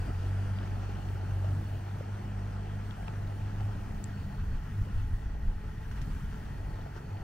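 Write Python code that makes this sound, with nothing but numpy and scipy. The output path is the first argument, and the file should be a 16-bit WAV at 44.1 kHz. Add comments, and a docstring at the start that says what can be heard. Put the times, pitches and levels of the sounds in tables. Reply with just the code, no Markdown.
"""A small outboard motor drones on a calm bay as its boat draws away from a stone quay.
Unsteady sines make the exhaust drone; pulsing noise makes the cowl's roar, and filtered noise the casing's hum.
A thin whistle comes and goes. Noise and rising damped sines make the hissing, bubbling wake.
Gusts are low noise with a few thuds; damped sines make plops at the wall and dry ticks close by.
All but the ticks pass a two-port microphone model that sets the stereo image."""
import sys
import numpy as np
from scipy import signal
from scipy.fft import rfft, irfft, next_fast_len
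from scipy.io import wavfile
from scipy.ndimage import uniform_filter1d, map_coordinates

SR = 44100
rng = np.random.default_rng(int(sys.argv[2]) if len(sys.argv) > 2 else 0)


def persist_wave(psi):
    """Save psi, clipped to +-1, as 16-bit WAV."""
    counts = np.round(np.clip(psi, -1, 1) * 32767).astype(np.int16)
    wavfile.write(sys.argv[1], SR, np.atleast_2d(counts).T)


N = 318843  # length in samples

# Loudness of the boat's two noises: t/s, wake level/dB, cowl roar level/dB
BOAT_LEVELS = [(0.05, -52, -49), (2.24, -54.5, -51), (2.6, -54, -52.5), (3.1, -54.5, -51.5),
               (3.63, -54.5, -51), (5.05, -56, -59.5), (5.35, -58.5, -55.5), (5.66, -57.5, -58),
               (6.14, -55, -60), (6.7, -56, -53.5), (7.2, -56.5, -52.5)]
# Colour of churned water: f/Hz, relative level/dB
WATER_COLOUR = [(590, -8.5), (1000, 1.5), (1160, -2), (1350, 2), (1480, 0), (1590, 0), (1900, -5),
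                (2080, -9), (3000, -9), (3860, -18), (4370, -15), (5140, -18.5), (5660, -16), (7000, -21.5),
                (9100, -34), (15400, -120)]


def amp(db):
    """Turn a level in dB into a gain."""
    return 10 ** (np.asarray(db) / 20)


def unit(x):
    """Scale x to an rms of 1."""
    return x / np.sqrt(np.mean(x ** 2) + 1e-20)


def along(points, hz):
    """Read each column after the frequency, on a log frequency axis."""
    f, *cols = np.transpose(points)
    return np.squeeze([np.interp(np.log(hz + 1), np.log(f + 1), c) for c in cols])


def curves(rows):
    """Draw each column after the time as one value per sample."""
    s, *cols = np.transpose(rows)
    return [np.interp(np.arange(N) / SR, s, c) for c in cols]


def wobble(rate):
    """Draw a smooth random curve with rate knots a second."""
    knots = rng.standard_normal(int(N * rate / SR) + 4)
    return map_coordinates(knots, [np.arange(N) * rate / SR])


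def filtered(x, response):
    """Multiply the spectrum of x by a response that depends on frequency."""
    m = next_fast_len(N + SR // 2)
    return irfft(rfft(x, m) * response(np.fft.rfftfreq(m, 1 / SR)), m)[..., :N]


def rush(spectrum, patchy_db, extra=0):
    """Make two unrelated noises of one colour, with shared patches of random gain in time and pitch."""
    z = signal.stft(rng.standard_normal((2, N)) + extra, nperseg=512)[2]
    field = uniform_filter1d(rng.standard_normal(z.shape[1:]), size=6, axis=0)
    field = uniform_filter1d(field, size=10, axis=1)
    pair = signal.istft(z * amp(patchy_db * unit(field)), nperseg=512)[1][:, :N]
    return unit(filtered(pair, lambda hz: amp(along(spectrum, hz))))


def ring(hz, t60, rise, glide):
    """Make a damped sine with a peak of 1; a positive glide makes its pitch climb as it dies."""
    t = np.arange(SR // 10) / SR
    tone = np.sin(2 * np.pi * hz * t * (1 + glide * t / t60))
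    wave = tone * amp(-60 * t / t60) * (1 - np.exp(-t / rise))
    return wave / np.abs(wave).max()


def exhaust(turns):
    """Exhaust drone: sines at 1 to 4 times the shaft speed, each wavering in level and phase."""
    # Second order, two firings a turn: t/s, level/dB
    motor = [(0.05, -37.5), (0.35, -31), (1.01, -38.5), (1.54, -30), (1.76, -38.5), (2.5, -37),
             (2.9, -38.5), (3.02, -44), (3.15, -38.5), (3.69, -34), (3.92, -46), (4.07, -36.5), (4.22, -38),
             (4.3, -45.5), (4.6, -49.5), (4.81, -29.5), (4.85, -46), (5.01, -35.5), (5.43, -58),
             (5.47, -48), (6.34, -53), (6.4, -64), (6.58, -39.5), (7.08, -50), (7.14, -35.5), (7.2, -47)]
    # The other orders: t/s, first level/dB, third level/dB, fourth level/dB
    side_orders = [(0, -41, -44, -62), (.5, -41, -50.5, -49.5), (.95, -41, -49, -51.5),
                   (1.5, -41, -47.5, -63), (1.9, -47.5, -60, -56), (2.5, -41.5, -50.5, -49.5),
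                   (3.35, -48.5, -51.5, -53.5), (3.55, -49, -59, -54), (3.75, -47, -62, -48),
                   (4.1, -50, -52, -50.5), (4.4, -45, -47.5, -47.5), (4.65, -55, -52, -61),
                   (4.85, -55, -49, -50), (5.05, -55, -61, -65), (5.35, -36.5, -50, -49.5),
                   (5.55, -52.5, -53.5, -55.5), (6.3, -44, -57, -64), (6.7, -43.5, -56, -58),
                   (7, -48, -47, -62), (7.23, -49, -56, -65)]
    first, third, fourth = curves(side_orders)
    tone = np.zeros((2, N))
    for k, db in enumerate([first, curves(motor)[0], third, fourth], start=1):
        phase = 2 * np.pi * (k * turns + rng.random())
        phase += 0.18 * np.sqrt(k) * wobble(12) + 0.41 * wobble(3.7)
        level_db = db + 1.5 * wobble(18)
        if k == 1:
            phase += 0.3 * wobble(20)
        if k != 2:
            level_db = level_db + 1.2 * wobble(9.7)
        # an unshared part, a quarter cycle apart and slowly wobbling, sways the image
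        unshared = 1.2 * wobble(1.804) * np.cos(phase)
        tone += np.sqrt(2) * amp(level_db) * [np.sin(phase), unshared]
    return tone


def cowl_roar(turns):
    """Cowl roar: noise that swells at each firing, every puff with its own strength."""
    # Colour of the roar: f/Hz, relative level/dB
    cowl_colour = [(150, -36), (240, 0), (320, -0.5), (430, -3.5), (520, -9), (680, -1.5), (850, -2),
                   (1050, -20.5), (1300, -64)]
    firing = (2 * turns).astype(int)  # which firing each sample belongs to
    strength = amp(1.5 * rng.standard_normal(firing[-1] + 1))
    size = uniform_filter1d(strength[firing], size=SR // 400)
    beat = size * (1 - 0.2 * np.cos(4 * np.pi * turns))
    roar = unit(beat * rush(cowl_colour, patchy_db=1.0))
    return amp(curves(BOAT_LEVELS)[1] + 0.53 * wobble(9)) * roar


def engine():
    """One unsteady shaft drives both the exhaust drone and the pulsing roar."""
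    # Shaft speed before its random wobble: t/s, speed/(turns per s)
    shaft = [(0, 45.3), (.5, 49), (1, 47.6), (1.5, 48.3), (2.2, 50.4), (3.4, 49.8), (3.8, 51.2),
             (4.4, 48.7), (4.85, 50), (5.4, 50.3), (7.23, 48.5)]
    speed = curves(shaft)[0] * (1 + 0.0046 * wobble(6))
    turns = np.cumsum(speed) / SR
    return exhaust(turns) + cowl_roar(turns)


def casing():
    """Random knocks inside the motor keep a few narrow resonances humming."""
    # Resonances before the response is squared: f/Hz, width/Hz, level/dB
    resonances = [(428, 41, -1), (861, 35, -1), (1872, 174, 1)]
    # The hum is stronger as the stern turns this way: t/s, level/dB
    stern = [(0, -59.5), (1, -65), (3, -62.5), (4.2, -58.5), (5, -58.5), (6.2, -58.5), (6.6, -57),
             (7.23, -62)]

    def response(f):
        """Add up the resonances, then square the size of their sum."""
        modes = 0
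        for c, w, db in resonances:
            modes = modes + amp(db) * 1j * f * w / (c * c - f * f + 1j * f * w) / np.sqrt(w)
        return modes * np.abs(modes)

    hum = unit(filtered(rng.standard_normal((2, N)), response))
    return amp(curves(stern)[0] + 0.67 * wobble(11.0)) * hum


def whistle():
    """A thin fuzzy band: low noise shifted up to a moving pitch, coming and going."""
    # Middle of the band: t/s, f/Hz, level/dB
    band = [(0, 4750, -66), (.6, 4720, -77), (.9, 4440, -73), (2, 4350, -80), (3.8, 4399, -98),
            (4.2, 4440, -73), (4.8, 4390, -83), (5.5, 4400, -79), (6.5, 4430, -79), (6.95, 4434, -73.5),
            (7.23, 4418, -72)]
    hz, level_db = curves(band)
    a, b = rush([(1, 0), (170, -2), (400, -20), (800, -80)], patchy_db=2)
    turn = 2 * np.pi * np.cumsum(hz) / SR
    fuzz = a * np.cos(turn) + b * np.sin(turn)
    return amp(level_db + 2.9 * wobble(17)) * fuzz * [[1], [.5]]


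def bubbles(count):
    """Bubbles: short damped sines that rise in pitch, swelling together; low ones tend to be louder."""
    place, pitch, size = rng.random((count, 3)).T
    start, span = (place * N).astype(int), np.arange(SR // 40)
    hz = (450 * 9 ** pitch)[:, None]
    cycles = span / SR * hz
    wave = np.sin(2 * np.pi * cycles * (1 + 0.00785 * cycles))
    wave *= np.exp(-cycles / 6) * (1 - np.exp(-cycles / 1.2))
    wave *= np.cos(np.pi / 2 * span / len(span))  # fade to silence
    gain = amp(8.3 * size + 1.7 * wobble(16)[start])[:, None] * (1000 / hz) ** 0.29
    # add every bubble into one line at its own start
    where = (start[:, None] + span).ravel()
    line = np.bincount(where, (gain * wave).ravel(), N + len(span))[:N]
    return unit(line) * [[1], [0]]


def wake():
    """Churned water: noise strewn with pops and bubbles, over a smooth far hiss that sinks with it."""
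    # Colour of the far hiss: f/Hz, relative level/dB
    air_colour = [(4000, -11), (6500, -2), (7800, 18.5), (9500, 14), (12000, 8), (16000, -13)]
    t = np.arange(N) / SR
    level_db = curves(BOAT_LEVELS)[0]
    is_pop = rng.random((2, N)) < 400 / SR  # about 400 pops a second on each side
    pops = is_pop * rng.standard_normal((2, N)) * amp(9 + 3 * wobble(12))
    foam_db = level_db + 0.33 * wobble(11) + 0.5 * wobble(25)
    foam = amp(foam_db) * rush(WATER_COLOUR, patchy_db=1.25, extra=pops)
    # the far hiss fades by 0.6 dB a second and follows the wake's level
    far_db = -75.2 - 0.6 * t + 1.2 * (level_db - level_db.mean())
    far_db += -10 * np.exp(-.5 * ((t - 4.3) / 0.24) ** 2)  # it dips briefly around 4.3 s
    air = amp(far_db + 1.9 * wobble(10)) * rush(air_colour, patchy_db=1.5)
    return foam + amp(level_db - 6.5) * bubbles(count=1400) + air


def splash():
    """Soft slaps of water: brief swells of noise with the wake's colour."""
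    # Swells: middle t/s, spread t/s, level/dB
    slaps = [(2.92, 0.022, -56), (3.08, .012, -56), (5.93, 0.014, -60), (5.975, 0.016, -54),
             (6.97, 0.018, -53), (.9, .02, -55)]
    t = np.arange(N) / SR
    swell = sum(amp(db) * np.exp(-.5 * ((t - s) / spread) ** 2) for s, spread, db in slaps)
    return swell * amp(1.7 * wobble(80)) * rush(WATER_COLOUR, patchy_db=1.5)


def plops():
    """Air pockets closing against the quay wall: damped sines that rise in pitch."""
    # Plops: t/s, peak level/dB before the ports, starting f/Hz
    pockets = [(0.892, -37, 340.2), (1.445, -32, 580), (2.008, -32.5, 520.5), (3.082, -36, 790),
               (3.615, -38, 749), (6.964, -40, 342)]
    out = np.zeros((2, N + SR))
    for s, db, hz in pockets:
        out[0, round(s * SR):][:SR // 10] += amp(db) * ring(hz, t60=0.02, rise=0.00062, glide=0.16)
    return out[:, :N]


def ticks():
    """Short dry ticks near the microphone, each with its own lean, the left port always a little later."""
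    # Ticks: t/s before the lag, level/dB, starting f/Hz, lean to the left/dB before scaling, crackle level/dB
    clicks = [(0.2643, -45, 3100, -2, -55), (.587, -37.5, 2860, 1, -60), (1.088, -44, 2800, -4, -59),
              (1.656, -49, 2900, 1, -66), (2.909, -39, 3205, 5, -62), (2.971, -46, 1096, 0, -62),
              (3.082, -35, 2571, -4, -62), (3.029, -45, 2200, 0, -66), (4.0412, -30.5, 7300, 5, -64),
              (5.913, -38, 1488, 0, -49), (5.977, -43, 1912, 0, -65), (6.016, -43, 2700, -2, -44.5)]
    out, t = np.zeros((2, N + SR)), np.arange(SR // 10) / SR
    grain = signal.butter(2, [900, 6000], "bandpass", fs=SR, output="sos")
    for s, db, hz, pan_db, crackle_db in clicks:
        grit = signal.sosfilt(grain, rng.standard_normal((2, len(t)))) * (1 - np.exp(-t / 0.00034))
        # a tick and a lower, softer knock, each dying by 60 dB in 14 cycles
        knock = 0
        for f, d in [(hz, 0), (0.69 * hz, -10.5)]:
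            knock = knock + amp(d) * ring(f, t60=14 / f, rise=0.000099, glide=0.022)
        crackle = amp(crackle_db - 60 * t / 0.07) * grit  # dies by 60 dB in 0.07 s
        sound = amp(db) * knock + crackle
        # left, then right: share of the lean, lag in seconds
        for port, (share, lag_s) in enumerate([(.5, 0.00055), (-0.68, 0.00004)]):
            out[port, round((s + lag_s) * SR):][:len(t)] += amp(share * pan_db) * sound[port]
    return out[:, :N]


def wind():
    """Gusts: noise rumbling in lumps, a few single buffets, and a flutter that reaches a little higher."""
    # Strength of the gusts: t/s, deep level/dB, flutter level/dB
    gusts = [(0, -39, -43), (.55, -47, -44.5), (1.66, -50.5, -42), (2.1, -53, -46), (2.7, -48, -47),
             (3, -49, -44.5), (3.42, -41, -44.5), (3.82, -38.5, -43), (4.33, -43.5, -43.5),
             (4.45, -29.5, -44.5), (4.65, -37.5, -43.5), (4.78, -37, -42), (4.92, -32, -43),
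             (5.06, -28.5, -43), (5.2, -38, -44), (5.35, -38.5, -47.5), (5.5, -33.5, -45.5),
             (5.6, -36.5, -47.5), (6.07, -37, -41), (6.2, -39, -41.5), (7.23, -46, -46.5)]
    # Colours of the rumble and of the flutter: f/Hz, relative level/dB
    deep_colour = [(3, -19), (14, -1.5), (28, 4), (42, 0), (65, -3.5), (90, -3.5), (150, -97)]
    flutter_colour = [(40, -40), (60, 4.5), (85, 8), (125, 7), (170, 3), (250, -4.5), (340, -13.5),
                      (450, -39.5)]
    # Single buffets: t/s, peak level/dB before the ports, f/Hz
    thumps = [(4.814, -21, 44.5), (5.136, -21.5, 32.1), (5.262, -30, 39.63), (5.479, -22, 33.8),
              (6.021, -24.5, 39)]
    deep_db, flutter_db = curves(gusts)
    deep = amp(deep_db + 1.74 * wobble(12.0)) * rush(deep_colour, patchy_db=1.35)
    buffets = np.zeros(N + SR)
    for s, db, hz in thumps:
        buffets[round(s * SR):][:SR // 10] += amp(db) * ring(hz, t60=0.077, rise=0.0013, glide=0)
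    flutter = amp(flutter_db + 0.8 * wobble(15)) * rush(flutter_colour, patchy_db=1.67)
    return deep + buffets[:N] * [[1], [0]] + flutter


def ports(pair):
    """A shared and an unshared part reach each port, with a lead and balance that depend on pitch."""
    # The two ports: f/Hz, likeness from 0 to 1, lead of the left/radians, left over right/dB
    port_table = [(30, .995, 0, 0), (100, .976, .05, 0), (260, .88, .1, .4), (430, .74, .35, .6),
                  (530, .45, .8, 1), (690, .72, 1.9, 1.2), (1000, .63, 1.8, 1), (1200, .6, .9, .8),
                  (1400, .9, .45, .8), (2000, .86, .45, .7), (2600, .7, .7, .8), (3500, .32, .75, 1.5),
                  (6000, .27, .8, 1.5), (12000, .05, 1, .7)]

    def response(hz):
        """Give each port's gain for the shared part, then for the unshared one."""
        alike, lead, tilt_db = along(port_table, hz)
        turn = np.arccos(np.clip(alike, 0, 1)) / 2
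        half = np.exp(.5j * lead) * amp(tilt_db / 2)  # each port takes half the difference
        left = [np.cos(turn) * half, np.sin(turn) * half]
        right = [np.cos(turn) / half, -np.sin(turn) / half]
        return np.array([left, right])

    return filtered(pair[None], response).sum(axis=1)


def scene():
    """Everything but the ticks passes the ports; the ticks arrive directly."""
    boat = engine() + casing() + whistle() + wake()
    return ports(boat + splash() + plops() + wind()) + ticks()


def record(dry):
    """Keep nothing at or above the band limit of 15720 Hz."""
    return filtered(dry, lambda hz: hz < 15720)


dry = scene()
out = record(dry)
persist_wave(out)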